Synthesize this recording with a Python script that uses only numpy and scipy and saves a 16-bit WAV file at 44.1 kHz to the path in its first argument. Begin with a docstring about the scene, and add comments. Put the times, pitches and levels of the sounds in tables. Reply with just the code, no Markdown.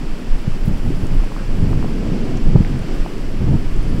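"""Open farmland under a distant tornado. From the start the storm roars, wind rushes through far trees,
dry grass hisses and the camera whines very faintly, while gusts buffet its microphone with slow pressure
swings and a fluttering rumble. At 0.5 s the first hard eddy thumps; grass rustles follow, and from 1 s
small taps and ticks stand out close by, perhaps stray drops. The roar swells just after 2 s; at 2.56 s the
hardest gust hits with a dull knock, like the microphone overloading. One last eddy lands at 3.5 s."""
import sys
import numpy as np
from scipy import signal
from scipy.fft import rfft, irfft
from scipy.io import wavfile
from scipy.ndimage import uniform_filter1d

SR = 44100
rng = np.random.default_rng(int(sys.argv[2]) if len(sys.argv) > 2 else 0)


def transcribe(signal):
    """Save signal, clipped to [-1, 1], as a 16-bit WAV file at the path in sys.argv[1]."""
    frames = np.atleast_2d(signal).T
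    limited = np.clip(frames, -1, 1)
    pcm = np.round(limited * 32767).astype(np.int16)
    wavfile.write(sys.argv[1], SR, pcm)


N = 176400  # 4 s


def undb(db):
    """Decibels to gain."""
    return 10 ** (np.asarray(db) / 20)


def unit(x):
    """Scale to rms 1."""
    return x / np.sqrt(np.mean(x ** 2) + 1e-20)


def curve(rows):
    """A fader ride: (t, value) breakpoints joined by straight lines."""
    return np.interp(np.arange(N) / SR, *np.array(rows, float).T)


def noise(colour):
    """Noise of rms 1, shaped by an EQ of (f, level) points and rolled off beyond its ends."""
    hz, db = np.array(colour, float).T
    f = np.maximum(np.arange(N // 2 + 1) * SR / N, 1e-3)
    rolloff = (np.minimum(f / hz[0], 1) * np.minimum(hz[-1] / f, 1)) ** 2
    eq = undb(np.interp(np.log(f), np.log(hz), db))
    return unit(irfft(rfft(rng.standard_normal(N)) * rolloff * eq, N))


def drift(rate_hz):
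    """Smooth random modulation of rms 1."""
    hold = max(int(SR / rate_hz), 2)
    steps = rng.standard_normal(2048)[np.arange(N) // hold % 2048]
    return unit(uniform_filter1d(uniform_filter1d(steps, hold), hold))


def steady(x, span_s):
    """A leveller: irons out chance swells longer than the span, so the fader ride sets the level."""
    power = uniform_filter1d(np.abs(signal.hilbert(x)) ** 2, max(int(span_s * SR), 2))
    return unit(x / np.sqrt(power + 1e-9))


def add(out, at, sound):
    """Mix a sound in at a time in seconds."""
    start = int(np.clip(at * SR, 0, N - 1))
    out[start:start + len(sound)] += sound[:N - start]


# fader ride of the roar: t/s, level/dB
ROAR_RIDE = [(0, -32), (.6, -33.5), (1.0, -32.5), (1.4, -33), (1.9, -26), (2.15, -23.5), (2.4, -26.5),
             (2.8, -29), (3.25, -30.5), (3.7, -31.5), (4, -29)]
# its dark EQ: f/Hz, level/dB
ROAR_EQ = [(80, -34), (110, -34), (160, -1.5), (215, -0.5), (290, -3), (400, -7.5), (550, -16.5),
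           (800, -27), (1400, -41.5), (4000, -41.5)]

def tornado_roar():
    """The far storm: a low bed that wavers a little and swells midway."""
    return steady(noise(ROAR_EQ), span_s=0.11) * undb(curve(ROAR_RIDE) + .8 * drift(12))


# fader ride of the trees: t/s, level/dB
TREES_RIDE = [(0, -39.5), (.6, -39), (1.2, -38.5), (1.75, -38.5), (2.7, -38.5), (2.95, -37), (3.3, -40),
              (3.5, -39), (4, -39)]
# their mid-heavy EQ: f/Hz, level/dB
TREES_EQ = [(150, -27.5), (500, 10), (900, 5), (1400, 3), (2000, 1), (2800, 0.5), (3200, -2.5), (3600, -7),
            (4000, -9), (4500, -5), (5100, -6), (5900, -10), (6600, -16), (7100, -14), (7700, -11),
            (8500, -20.5), (10000, -30), (15000, -44)]

def tree_rush():
    """Wind through far trees: a broad wash with a slight shiver."""
    return noise(TREES_EQ) * undb(curve(TREES_RIDE) + .3 * drift(14))


# fader ride of the pressure swings: t/s, relative level/dB
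SWING_RIDE = [(0.0, -24.5), (0.13, -14), (0.22, -33), (0.32, -8), (0.39, -12.5), (0.43, -24), (0.5, -13.5),
              (0.56, -16), (0.61, -15.5), (1.08, -16.5), (1.2, -7), (1.3, -24.5), (1.47, -18), (1.5, -13.5),
              (1.66, -13.5), (2.1, -21), (2.13, -17), (2.33, -18.5), (2.48, -6.5), (2.54, -15.5),
              (2.58, -7), (2.62, -18), (2.66, -16.5), (2.87, -24), (2.99, -7), (3.09, -32), (3.14, -19),
              (3.74, -14.5), (3.78, -10.5), (4.0, -18)]
# their sub-bass EQ: f/Hz, level/dB
SWING_EQ = [(4, -34), (11, 16), (25, 16), (40, -2.5), (50, -7.5), (65, -31)]

def pressure_swings():
    """Slow turbulence pushes and pulls on the microphone: the sub layer."""
    swings = steady(noise(SWING_EQ), span_s=0.092) * undb(curve(SWING_RIDE) + 0.5)
    lowpass = signal.butter(6, 59.5, fs=SR, output="sos")
    return signal.sosfiltfilt(lowpass, swings)


# gust strength at the microphone: t/s, relative level/dB
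GUST_RIDE = [(0.0, -34), (0.02, -21), (0.08, -39), (0.37, -26.5), (0.41, -35), (0.44, -35), (0.48, -28),
             (0.51, -26.5), (0.61, -31.5), (0.69, -14.5), (0.81, -29.5), (0.87, -14.5), (0.96, -23),
             (1.04, -15.5), (1.08, -28.5), (1.14, -15), (1.2, -25), (1.37, -32), (1.65, -14), (1.68, -12.5),
             (1.78, -17.5), (1.8, -19), (1.96, -26), (2.13, -18), (2.15, -27.5), (2.36, -19), (2.44, -31),
             (2.47, -14), (2.53, -18), (2.55, -6), (2.62, -15.5), (2.65, -24.5), (2.75, -16), (2.95, -32),
             (2.99, -23), (3.13, -34), (3.2, -28.5), (3.39, -25.5), (3.41, -14.5), (3.55, -8),
             (3.59, -24.5), (3.9, -21), (3.93, -16), (4.0, -18.5)]
# EQs of the rumble, the flutter and the rumble's stereo side: f/Hz, level/dB
RUMBLE_EQ = [(40, -21), (56, -4), (72, 2), (145, 1), (200, -5), (300, -24.5), (500, -38), (1000, -53),
             (3000, -66)]
FLUTTER_EQ = [(120, -23), (230, 5.5), (380, -2), (550, -15.5), (900, -20), (2000, -52.5), (6000, -67)]
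SIDE_RUMBLE_EQ = [(20, 10), (60, 7), (130, 9), (250, -10), (500, -17), (1000, -53.5), (2000, -51),
                  (4000, -57)]

def buffeting():
    """Gusts on the microphone drive a rumble and a brighter flutter; returns mid and side."""
    gust_db = curve(GUST_RIDE)
    rumble = steady(noise(RUMBLE_EQ), span_s=0.049) * undb(gust_db - 3.5)
    flutter_db = -37 + 0.8 * (gust_db + 25.5)  # moves 0.8 dB per dB of gust
    flutter = noise(FLUTTER_EQ) * undb(flutter_db + 2.85 * drift(40))
    side_rumble = noise(SIDE_RUMBLE_EQ) * undb(gust_db - 26.5)
    return rumble + flutter, side_rumble


# fader ride of the grass hiss: t/s, level/dB
HISS_RIDE = [(0, -58), (.6, -57), (.9, -54.5), (1.15, -56), (1.7, -55.5), (2.1, -58.5), (2.6, -58.5),
             (2.85, -56), (3.4, -57), (4, -57)]
# its bright EQ: f/Hz, level/dB
HISS_EQ = [(3000, -23), (6000, -4), (9000, -0.5), (11000, -3), (13000, -6.5), (16000, -8.5)]

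def grass_hiss():
    """Dry grass gives a fine hiss that swells with the breeze."""
    return noise(HISS_EQ) * undb(curve(HISS_RIDE) + .7 * drift(43))


# EQ of the hiss on the stereo side: f/Hz, level/dB
AIR_EQ = [(2000, -32), (6000, -20), (8000, -2), (12000, 6.5), (16000, 2.5)]

def wide_air():
    """A trace of steady hiss that widens the top end."""
    return undb(-68) * noise(AIR_EQ)


# tones of the whine: f/Hz, rms level/dB
WHINE_TONES = [(5395, -67.5), (5695, -75)]

def camera_whine():
    """The camera's own faint whine: two thin sines, each drifting slightly in pitch."""
    out = np.zeros(N)
    for hz, db in WHINE_TONES:
        phase = 2 * np.pi * np.cumsum(hz + 1.8 * drift(4.06)) / SR
        out += np.sqrt(2) * undb(db) * np.sin(phase)
    return out


# hard eddies on the microphone: t/s, peak level/dB, f/Hz
EDDY_HITS = [(.481, -5, 117), (0.682, -6.5, 125), (0.906, -12.5, 248), (1.63, -4, 89), (1.775, -6.5, 106),
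             (2.559, 5.5, 116), (2.607, 1.5, 130), (3.545, -1.5, 131)]

def eddies():
    """Each eddy is a thump: a brief suction between two pushes."""
    t, out = np.arange(N) / SR, np.zeros(N)
    for at, db, hz in EDDY_HITS:
        phase_squared = (np.pi * hz * (t - at)) ** 2
        out -= undb(db) * (1 - 2 * phase_squared) * np.exp(-phase_squared)
    return out


# rustle cues: t/s, level/dB, centre f/Hz, half-length/s, half-width/octaves
RUSTLE_CUES = [(.660, -47, 11000, .013, 1.7), (0.682, -46, 11000, .010, 1.5), (1.147, -55, 12000, .015, .8),
               (1.393, -43, 1490, 0.068, .3), (3.832, -58, 9400, .025, .2), (3.9, -53, 10000, .014, .17)]

def grass_rustles():
    """Dry grass stirs: short puffs of band noise that fade in and out."""
    t, out = np.arange(N) / SR, np.zeros(N)
    for at, db, hz, half_length, octaves in RUSTLE_CUES:
        edge = 2 ** octaves
        eq = [(hz / edge ** 2, -30), (hz / edge, -9), (hz, 0), (hz * edge, -9), (hz * edge ** 2, -30)]
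        fade = np.exp(-2 * ((t - at) / half_length) ** 2)
        out += undb(db) * noise(eq) * fade
    return out


def blip(hz, attack_cycles):
    """One tiny tap: a sine whose envelope peaks after the given cycles and dies quickly."""
    cycles = hz * np.arange(SR // 20) / SR
    age = cycles / attack_cycles
    return age * np.exp(1 - age) * np.sin(2 * np.pi * cycles)


# dull taps and fine ticks: t/s, envelope peak level/dB, f/Hz, attack/cycles
TAP_HITS = [(1.2384, -23, 810, 0.43), (1.3200, -20.5, 910, 0.39), (1.3643, -20.5, 1070, .6),
            (1.7305, -21.5, 1070, .6), (1.8267, -21, 970, 0.54), (1.8448, -15.5, 625, 0.36),
            (2.5603, -15, 705, 0.69), (2.6485, -20, 1960, 0.55), (3.0614, -17.5, 806, 0.68),
            (1.0690, -27, 7460, 0.74), (2.3730, -26.5, 6300, 0.84), (2.7915, -34, 9450, 1.8),
            (3.182, -34, 6000, .9), (3.765, -33, 7700, 1.3)]

def taps(patter_count=36):
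    """Close taps and faint patter, perhaps stray drops; the knock at 2.56 s suggests gust overload."""
    out = np.zeros(N)
    for at, db, hz, attack_cycles in TAP_HITS:
        add(out, at, undb(db) * blip(hz, attack_cycles))
    for when, softness, pitch in rng.random((patter_count, 3)):
        hz = 700 * 2 ** (4 * pitch)
        db = -34 - 3.5 * np.log2(hz / 1000) - 10 * softness  # higher ticks are quieter
        add(out, when * N / SR, undb(db) * blip(hz, attack_cycles=1))
    return out


def scene():
    """The mix: nearly all centred, with width only from the air and a little of the rumble."""
    whine = camera_whine()
    swings = pressure_swings()
    gusts, side_rumble = buffeting()
    pan = undb([[-.2], [.2]])  # wind on the microphone leans a touch right
    wind = (swings + gusts + eddies()) * pan
    side = (wide_air() + side_rumble) * np.array([[1], [-1]])
    centre = tornado_roar() + tree_rush() + grass_hiss() + whine + grass_rustles() + taps()
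    return wind + centre + side


def record(dry):
    """The camera soft-clips the highest peaks and cuts the top above 15.7 kHz."""
    clipped = dry / (1 + dry ** 8) ** (1 / 8)
    high_cut = signal.ellip(10, .1, 80, 15700, fs=SR, output="sos")
    return signal.sosfilt(high_cut, clipped)


dry = scene()
out = record(dry)
transcribe(out)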